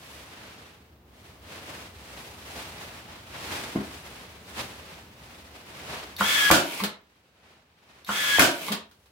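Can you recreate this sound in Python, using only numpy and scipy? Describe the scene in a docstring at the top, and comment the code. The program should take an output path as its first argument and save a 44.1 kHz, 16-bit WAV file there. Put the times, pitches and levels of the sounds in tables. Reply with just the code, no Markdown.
"""A cordless nailer drives two brads: trigger clicks, motor wind-up, release, bang, return stroke and stop.
Modes of steel, boards and deck ring as decaying sines; cracks, clatter and gears are shaped noise and tones.
Before and between the shots a man kneeling on a wooden trailer deck in a garage shifts about: his clothes
rustle as swelling noise, and one bouncing bump knocks the deck. A low rumble lies beneath.
A gain control yields quickly to loud sound and is slow to come back."""
import sys
import numpy as np
from scipy import signal
from scipy.fft import rfft, irfft, next_fast_len
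from scipy.io import wavfile
from scipy.ndimage import uniform_filter1d

SR = 44100
rng = np.random.default_rng(int(sys.argv[2]) if len(sys.argv) > 2 else 0)


def output_pcm(signal):
    """Save a mono or channel-first signal as 16-bit PCM at the path in sys.argv[1].

    Samples are clipped to [-1, 1] before scaling.
    """
    pcm = np.clip(np.atleast_2d(signal).T, -1, 1) * 32767
    wavfile.write(sys.argv[1], SR, np.round(pcm).astype(np.int16))


N = 401751
T = np.arange(N) / SR  # time [s]
EDGE_HZ = 15950  # upper band limit

# Moments of the firing cycle, counted from the bang [s]
MOTOR_ON_S, RELEASE_S, RETURN_S, BRAKE_S = -.335, -.008, .08, 0.286


def amp(db):
    """Decibel law: converts a level to an amplitude gain."""
    return 10 ** (np.asarray(db) / 20)


def evened(x):
    """Normalization: scales a signal to rms 1."""
    return x / np.sqrt(np.mean(x ** 2) + 1e-20)


def read(points, hz):
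    """Logarithmic frequency scale: interpolates the points (Hz, value) along it."""
    f, value = np.transpose(points)
    return np.interp(np.log(hz + 1), np.log(f + 1), value)


def level(s, db):
    """Envelope: a gain through the points (s, dB), silent outside them."""
    gain = np.zeros(N)
    span = slice(*np.searchsorted(T, [s[0], s[-1]]))
    gain[span] = amp(np.interp(T[span], s, db))
    return gain


def add(mix, s, sound):
    """Superposition: adds a sound to the mix, starting at time s."""
    part = mix[round(s * SR):][:len(sound)]
    part += sound[:len(part)]


def wander(hz, size=N):
    """Random modulation: a slow signal of rms about 1, varying up to the given rate."""
    at = T[:size] * 2 * hz
    points = evened(rng.standard_normal(size // 8))
    # the factor restores the power that linear interpolation loses
    return np.sqrt(3 / 2) * np.interp(at, np.arange(len(points)), points)


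# Likeness of the two channels in a diffuse field: (frequency [Hz], coherence [-1 to 1])
COHERENCE = [(60, 1), (130, 0.96), (290, 0.92), (640, 0.62), (1400, 0), (15000, 0)]


def diffuse(x, spectrum=None):
    """Spatial coherence: makes two unrelated signals alike only in the bass, as at two close microphones."""
    size = next_fast_len(x.shape[1])
    hz = np.fft.rfftfreq(size, 1 / SR)
    a, b = rfft(x, size)
    same = np.clip(read(COHERENCE, hz), -1, 1)
    z = np.array([a, same * a + np.sqrt(1 - same ** 2) * b]) * (hz < EDGE_HZ)
    if spectrum:
        z = z * amp(read(spectrum, hz))
    return irfft(z, size)[:, :x.shape[1]]


def noise(spectrum, grain_db=0, size=SR):
    """Granular noise: diffuse, of rms 1, from tiny impacts of uneven size; repeats after size samples."""
    grains = rng.standard_normal((2, size)) * amp(grain_db * wander(900, size))
    x = evened(diffuse(grains, spectrum))
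    return np.tile(x, N // size + 1)[:, :N]


def ring(modes, blows, rise, rattle=0):
    """Modal vibration: each blow (s, dB) excites decaying sines; loose contacts jostle their phase [rad]."""
    t, out = T[:SR // 2], np.zeros(N)
    for s, db in blows:
        for hz, mode_db, t60 in modes:
            angle = 2 * np.pi * hz * t + rattle * wander(30, len(t))
            decay = amp(db + mode_db - 60 * t / t60)
            add(out, s, decay * np.sin(angle) * (1 - np.exp(-t / rise)))
    return out


def bursts(blows, hold, t60, rise=0.0008):
    """Impact envelope: each blow (s, dB) builds, holds for a moment and decays exponentially."""
    t, out = T[:SR], np.zeros(N)
    for s, db in blows:
        decay = amp(db - 60 * np.maximum(t - hold, 0) / t60)
        add(out, s, decay * (1 - np.exp(-t / rise)))
    return out


def each_shot(rows):
    """Periodic cycle: repeats rows (s from bang, dB, ..) per shot; those before it gain the wind-up level."""
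    out = []
    for bang_s, windup_db, *_ in SHOTS:
        for delay, db, *rest in rows:
            out.append((bang_s + delay, db + windup_db * (delay < 0), *rest))
    return out


# Reverberation of the garage: (frequency [Hz], decay time t60 [s])
GARAGE_DECAY = [(80, 0.25), (300, 0.34), (1000, 0.35), (3500, 0.28), (7000, 0.23), (15000, 0.14)]


def garage(x, wet_db):
    """Reverberation: direct sound plus dense reflections off the clutter, each band decaying at its own rate."""
    hz, t, z = signal.stft(rng.standard_normal((2, SR // 2)), SR, nperseg=256)
    decay = amp(-60 * t / read(GARAGE_DECAY, hz)[:, None])
    tail = signal.istft(z * decay, SR, nperseg=256)[1]
    onset = np.clip(T[:tail.shape[1]] / 0.0025 - .5, 0, 1)  # the first reflections come a little late
    tail = diffuse(tail * onset)
    wet = signal.oaconvolve(np.atleast_2d(x), tail / np.linalg.norm(tail[0]), axes=1)[:, :N]
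    return (x + amp(wet_db) * wet) / np.sqrt(1 + amp(wet_db) ** 2)


# Spectrum of the low background: (frequency [Hz], density [dB per Hz])
RUMBLE_SPECTRUM = [(20, -18), (38, -12.5), (52, -7.5), (63, 3.5), (85, 2.5), (130, -6.5), (200, -7),
                   (400, -11.5), (1000, -18.5), (4000, -37.5), (9000, -44), (15000, -30)]
# Slow swell of the low background: (time [s], level [dB])
RUMBLE_LEVEL = [(0, -54.5), (1, -56.5), (1.5, -52), (3.5, -51), (6, -54), (9.11, -48.5)]


def rumble():
    """Stationary noise under a slow envelope: the low background from beyond the open door."""
    return level(*np.transpose(RUMBLE_LEVEL)) * noise(RUMBLE_SPECTRUM, size=N)


# Spectrum of cloth friction: (frequency [Hz], density [dB per Hz])
CLOTH_SPECTRUM = [(40, -16), (120, 1), (300, 0), (600, 0.5), (1000, -0.5), (1600, -1.5), (2600, -2),
                  (4200, -6.5), (7000, -14), (11000, -17.5), (15500, -22.5)]
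# Sleeves and hands sliding over wood, one row a movement, before the overall gains:
# (middle [s], length [s], level [dB], treble against that level [dB])
MOVEMENTS = [(0.143, 0.27, -49.5, 3), (0.467, 0.35, -48, -1), (1.276, 0.18, -54, 1.5),
             (1.532, 0.091, -44, -0.5), (1.736, .2, -43.5, 0.5), (2.206, 0.31, -46.5, 2.5),
             (2.605, 0.21, -42, 2), (2.867, 0.23, -44.5, 0.5), (3.124, 0.12, -47, -2.5),
             (3.353, 0.027, -42.5, -21), (3.563, 0.27, -37.5, 1), (3.923, 0.4, -46.5, 2.5),
             (4.21, 0.3, -49, 0), (4.601, 0.043, -34.5, 1), (4.506, 0.08, -50, 3.5),
             (4.654, 0.18, -44.5, 1), (4.92, 0.19, -47, 0), (5.336, 0.26, -49.5, 1),
             (5.56, 0.033, -51.5, 0), (5.88, 0.35, -44, 0), (5.953, 0.12, -39, -2.5), (7.18, 0.41, -50, -1),
             (7.506, 0.19, -43, -4), (7.954, 0.23, -41.5, -2.5), (9, 0.27, -52.5, 6)]


def rustle(gain_db=2.0, treble_db=1.0):
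    """Stick-slip friction: fibres catch and slip; movements swell and fade, each with its own treble."""
    s, length, db, bright_db = np.transpose(MOVEMENTS)[:, :, None]
    t = T[::100]  # coarse time grid for the slow swells
    swells = amp(db + gain_db) / np.cosh(np.clip(2 * (t - s) / length, -20, 20))
    bright_swells = swells * amp(bright_db + treble_db)
    # unrelated movements add in power
    low, high = (np.interp(T, t, np.linalg.norm(g, axis=0)) for g in (swells, bright_swells))
    catching = amp(0.93 * wander(40) + .5 * wander(14))
    cloth = noise(CLOTH_SPECTRUM, grain_db=0.13, size=N) * catching
    body = uniform_filter1d(cloth, size=5)
    return low * body + high * (cloth - body)


# Dull knocks on the deck: (time [s], level [dB])
DECK_KNOCKS = [(3.7518, -29), (3.758, -17.5), (3.7868, -29.5), (3.801, -31)]
# Modes of the deck: (frequency [Hz], level [dB], t60 [s])
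DECK_MODES = [(153, -12, 0.051), (212, -3, 0.12), (263, 9, 0.038), (325, -1, 0.06), (377, -2.5, 0.05),
              (517, -6, 0.024), (626, -11.5, 0.079)]


def knocks(scuff_db=-17):
    """Repeated impact: a soft, heavy bump bounces on the deck, scuffs it and excites its modes."""
    scuff_spectrum = [(60, -12), (400, 8), (1200, 5), (2300, -2), (5000, -26), (15000, -45)]
    scuff = bursts(DECK_KNOCKS, hold=0.0037, t60=0.11) * noise(scuff_spectrum)
    return amp(scuff_db) * scuff, ring(DECK_MODES, DECK_KNOCKS, rise=0.0021)


# Trigger and switch clicks, before the wind-up level: (time from the bang [s], level [dB])
TRIGGER_CLICKS = [(-.3467, -27.5), (-.32, -34)]
# Modes of the steel spring; the last row is a thin whistle of the motor controller:
# (frequency [Hz], level [dB], t60 [s])
CLICK_TONES = [(3720, -5, .05), (4230, -5.5, 0.041), (4550, -5, 0.022), (5820, -14.5, .02),
               (11680, -6.5, 0.025)]


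def trigger(tick_db=-4):
    """Impulse excitation: a tiny tick, the ring of a steel spring and a thin whistle of the controller."""
    clicks = each_shot(TRIGGER_CLICKS)
    tick_spectrum = [(1000, -12), (4000, -1), (7000, -9.5), (15000, -2)]
    tick = amp(tick_db) * bursts(clicks, hold=0.0012, t60=0.012) * noise(tick_spectrum)
    return tick + ring(CLICK_TONES, clicks, rise=.0003)


CHOP_HZ = 3915  # rate of the current chopping
# Chopping as the motor starts and as it slows: (start from the bang [s], level [dB], length [s])
CHOPPING_SPANS = [(-.328, -35, .04), (.255, -29, .13)]
# Harmonics of the chopping: (multiple of its rate, level [dB])
CHOP_HARMONICS = [(1, -0.5), (2, -11.5), (3, -3), (4, -10.5)]


def controller(flutter=.25):
    """Magnetic excitation: current chopped by the controller makes the motor's windings whistle thinly."""
    out = np.zeros(N)
    for s, db, length in each_shot(CHOPPING_SPANS):
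        t = T[:round(length * SR)]
        angle = 2 * np.pi * CHOP_HZ * t + flutter * wander(60, SR)[:len(t)]
        tone = sum(amp(order_db) * np.sin(k * angle) for k, order_db in CHOP_HARMONICS)
        add(out, s, amp(db) * np.hanning(len(t)) ** .5 * tone)
    return out


BOOM_STEEPNESS = 2.2  # exponent of the swell
# Booms as the motor starts and as it stops: (time from the bang [s], level [dB], swell [s])
HOUSING_BOOMS = [(-.316, -24.5, .024), (.303, -10.5, 0.02)]
# Modes of the housing: (frequency [Hz], level [dB])
HOUSING_MODES = [(200, 1), (410, -11), (620, -14.5)]


def booms(flutter=0.4):
    """Torque reaction: the motor twists the housing, whose hollow note swells, flutters and is gone."""
    t, out = T[:SR // 2], np.zeros(N)
    for s, db, swell in each_shot(HOUSING_BOOMS):
        tone = 0
        for hz, mode_db in HOUSING_MODES:
            tone = tone + amp(mode_db) * np.sin(2 * np.pi * hz * t + flutter * wander(40, len(t)))
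        envelope = (t / swell * np.exp(1 - t / swell)) ** BOOM_STEEPNESS
        add(out, s, amp(db) * tone * envelope)
    return out


# The gear mesh spins up towards its free pitch and sags as the piston is loaded
MESH_HZ, SPIN_UP_S, SAG_HZ_PER_S = 1789, .021, 420
# The gear noise builds with the speed and grows with the load
GRIND_RISE_S, GRIND_DB_PER_S = 0.06, 16
# The gearbox resonance that the sagging mesh runs into
GEARBOX_HZ, GEARBOX_WIDTH_HZ = 1669, 41
FUZZ_RADIANS = .85  # how far the gear teeth jostle the phase of the fuzzy partials
# Spectrum of the loaded gears: (frequency [Hz], density [dB per Hz])
GEAR_SPECTRUM = [(60, -24), (200, -13), (450, -11), (620, -10.5), (780, -9.5), (1400, 0), (2300, 2),
                 (2900, -1.5), (3400, 0), (4200, -5), (7000, -8.5), (9500, -10.5), (15500, -13.5)]
# Fuzzy sidebands and overtones: (multiple of the mesh frequency, level against the gear noise [dB])
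MESH_PARTIALS = [(0.354, -25.5), (.735, -20.5), (1.271, -17.5), (1.929, -9.5), (2, -8.5)]


def motor(whine_db=-16, gears_db=-19.0, left_db=3.5, flicker_db=2, let_go_s=.004):
    """Gear meshing near resonance: teeth whine and grind; as load slows them, the whine nears its peak."""
    whine, grind, fuzz = np.zeros(N), np.zeros(N), np.zeros(N)
    teeth = noise(GEAR_SPECTRUM, grain_db=2.0)
    t = T[:SR // 2]
    speed = 1 - np.exp(-t / SPIN_UP_S)
    sagging_hz = MESH_HZ - SAG_HZ_PER_S * t
    loaded = np.exp(-np.maximum(t + MOTOR_ON_S - RELEASE_S, 0) / let_go_s)
    effort = (1 - np.exp(-t / GRIND_RISE_S)) * loaded
    resonance = speed / np.hypot(1, 2 * (sagging_hz - GEARBOX_HZ) / GEARBOX_WIDTH_HZ)
    for bang_s, db, *_ in SHOTS:
        start = bang_s + MOTOR_ON_S
        mesh_hz = speed * sagging_hz * (1 + 0.003 * wander(80, len(t)))
        angle = 2 * np.pi * np.cumsum(mesh_hz) / SR
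        flicker = amp(db + whine_db + flicker_db * wander(25, len(t)))
        add(whine, start, effort * resonance * np.sqrt(2) * np.sin(angle) * flicker)
        add(grind, start, effort * amp(db + gears_db + GRIND_DB_PER_S * t))
        for k, order_db in MESH_PARTIALS:
            fuzzy_angle = k * (angle + FUZZ_RADIANS * wander(80, len(t)))
            add(fuzz, start, speed ** 2 * amp(order_db) * np.sqrt(2) * np.sin(fuzzy_angle))
    return grind * (teeth + fuzz), whine * amp([[left_db], [-left_db]])


RELEASE_LENGTH_S = .0018  # the piston lets go with one short, hard jolt
# The gears take up and rebound, the piston starts to fly and the brake bites; before the wind-up level:
# (time from the bang [s], level [dB], frequency [Hz], length [s])
MECHANISM_JOLTS = [(-.3022, -4.5, 1248, .0023), (-.2995, -5.5, 900, .0013), (-.2925, -13.5, 1273, .006),
                   (-.288, -5.5, 1116, .0012), (-.005, -7.5, 704, 0.0024), (.2898, -6, 1020, 0.0043),
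                   (.2905, -12, 2130, 0.0055)]


def jolts(shove_db=-19, shove_s=0.0014):
    """Transient force: each jolt is a windowed push of one to a dozen cycles and a slower shove."""
    push, u = np.zeros(N), T[:SR // 20] / shove_s
    shove = u * (2 - u) * np.exp(-u)
    releases = [(s + RELEASE_S, db, hz, RELEASE_LENGTH_S) for s, _, db, hz, *_ in SHOTS]
    for s, db, hz, length in each_shot(MECHANISM_JOLTS) + releases:
        t = np.arange(0, length, 1 / SR)
        add(push, s, amp(db) * np.sin(np.pi * t / length) * np.sin(2 * np.pi * hz * t))
        add(push, s, amp(db + shove_db) * shove)
    return push


RETURN_DB_PER_S, BRAKE_DB_PER_S = 36, 330  # growth of the return stroke, and fall under the brake
# Spectrum of the unloaded gears: (frequency [Hz], density [dB per Hz])
COAST_SPECTRUM = [(100, -15), (300, 2), (700, -2), (1800, -3.5), (2350, 5.5), (2700, 1.5), (3500, -0.5),
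                  (3950, -2), (4500, -3.5), (6000, -8), (12000, -6), (15500, -11)]


def return_stroke(top_db=-19):
    """Unloaded gear noise: after a shot the gears run on, growing louder until the brake bites."""
    gain = np.zeros(N)
    t = T[:SR // 2] + RETURN_S - BRAKE_S  # zero at the brake
    for bang_s, *_ in SHOTS:
        add(gain, bang_s + RETURN_S, amp(top_db + np.minimum(RETURN_DB_PER_S * t, -BRAKE_DB_PER_S * t)))
    return gain * noise(COAST_SPECTRUM, grain_db=3.5)


# Clacks of the returning piston, the last at its end stop: (time from the bang [s], level [dB])
PISTON_CLACKS = [(.222, -21), (.2885, -14), (.3248, -4.5)]
# Clacks of the tool in the hand: (time [s], level [dB])
HANDLING_CLACKS = [(8.911, -36.5), (9.057, -38)]
# Spectrum of a clack: (frequency [Hz], density [dB per Hz])
CLACK_SPECTRUM = [(80, -9), (250, 2.5), (600, 1.5), (1100, 2.5), (2300, 0), (4000, 2.5), (6500, -8.5),
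                  (15500, -9.5)]


def clacks():
    """Hard contact: plastic and steel meet in short broadband bursts."""
    blows = each_shot(PISTON_CLACKS) + HANDLING_CLACKS
    return bursts(blows, hold=0.0029, t60=0.071, rise=.0007) * noise(CLACK_SPECTRUM, grain_db=3.0)


# One row a brad, before the layer gains: (time of the bang [s], wind-up [dB], release [dB],
# release frequency [Hz], crack [dB], clatter [dB], board ring [dB])
SHOTS = [(6.5115, -2, 8.5, 980, 2, -1, -3.5), (8.3931, 5, 9, 713, 3, 1.5, -1.5)]
# Spectrum of the crack: (frequency [Hz], density [dB per Hz])
CRACK_SPECTRUM = [(30, -26), (70, -6.5), (115, 0), (250, -4), (700, 5), (1400, 6.5), (2200, 7), (3200, -4),
                  (6000, -8.5), (12000, -5.5), (15500, -11.5)]
# Spectrum of the clatter: (frequency [Hz], density [dB per Hz])
CLATTER_SPECTRUM = [(30, -22), (70, -8.5), (130, -1.5), (340, 11), (470, -1), (650, 10.5), (1000, -9),
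                    (1500, 10), (2000, -3), (2900, 4), (4500, -1), (7000, -4), (15500, -11)]
# Low tones of the air puff on the microphones: (frequency [Hz], level [dB], t60 [s])
PUFF_TONES = [(92, 4, 0.073), (170.2, 1.5, 0.073)]
# Modes of the nailed boards: (frequency [Hz], level [dB], t60 [s])
BOARD_MODES = [(202, -9.5, .14), (286, -3.5, 0.33), (340, -3.5, 0.36), (355, -4, 0.36), (587, -9, 0.53),
               (660, -7, 0.47), (730, -7.5, 0.36), (951, -9.5, 0.44), (1164, -10.5, 0.27),
               (1494, -4.5, 0.29), (1500, -6, .2), (2095, -15, 0.096), (2360, -12, .33),
               (3080, -12.5, 0.17)]


def shots(crack_gain_db=5, clatter_gain_db=-1, puff_db=-5, puff_left_db=3.5):
    """Impact and recoil: driver cracks on brad, tool clatters, air puff thumps the microphones, boards ring."""
    s, *_, crack_db, clatter_db, board_db = np.transpose(SHOTS)
    crack = bursts(zip(s, crack_db + crack_gain_db), hold=0.0035, t60=0.025)
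    crack = crack * noise(CRACK_SPECTRUM, grain_db=-0.5)
    clatter = bursts(zip(s, clatter_db + clatter_gain_db), hold=0.041, t60=0.23)
    clatter = clatter * noise(CLATTER_SPECTRUM, grain_db=2)
    puff_blows = list(zip(s + RELEASE_S, board_db + puff_db))  # starts with the piston
    # each channel flutters on its own
    puff = np.array([ring(PUFF_TONES, puff_blows, rise=0.0028, rattle=.6) for _ in range(2)])
    boards = ring(BOARD_MODES, zip(s, board_db), rise=0.012, rattle=.95)
    return crack + clatter + boards, puff * amp([[puff_left_db], [-puff_left_db]])


def scene(treble_right_db=1.2):
    """Direct and diffuse fields: rattles and snaps scatter in the garage; tones and booms come more directly."""
    rattles, tones = zip(motor(), shots(), knocks())
    snaps = trigger() + controller() + jolts() + return_stroke() + clacks()
    scattered = garage(sum(rattles) + snaps, wet_db=-1.5)
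    dull = uniform_filter1d(scattered, size=3)
    # the treble leans right
    scattered = dull + (scattered - dull) * amp([[-treble_right_db], [treble_right_db]])
    return scattered + garage(sum(tones) + booms(), wet_db=-5.5) + rustle() + rumble()


def record(dry, threshold_db=-25, ratio=2.54, attack=0.018, recovery_db_per_s=0.13):
    """Compression: bass cut, gain control with quick fall and slow recovery, soft overload, band limit."""
    dry = signal.sosfilt(signal.butter(4, 48, "highpass", fs=SR, output="sos"), dry)
    r = np.exp(-1 / (attack * SR))  # attack [s]
    power_db = 10 * np.log10(signal.lfilter([1 - r], [1, -r], (dry ** 2).mean(0)) + 1e-12)
    # the held level jumps to each peak, then sinks at the recovery rate
    held_db = np.maximum.accumulate(power_db + recovery_db_per_s * T) - recovery_db_per_s * T
    ducked = dry * amp(-np.maximum(held_db - threshold_db, 0) * (1 - 1 / ratio))
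    edge = signal.firwin(511, EDGE_HZ, window=("kaiser", 9), fs=SR)
    return signal.oaconvolve(np.tanh(ducked), edge[None], "same", axes=1)


dry = scene()
out = record(dry)
output_pcm(out)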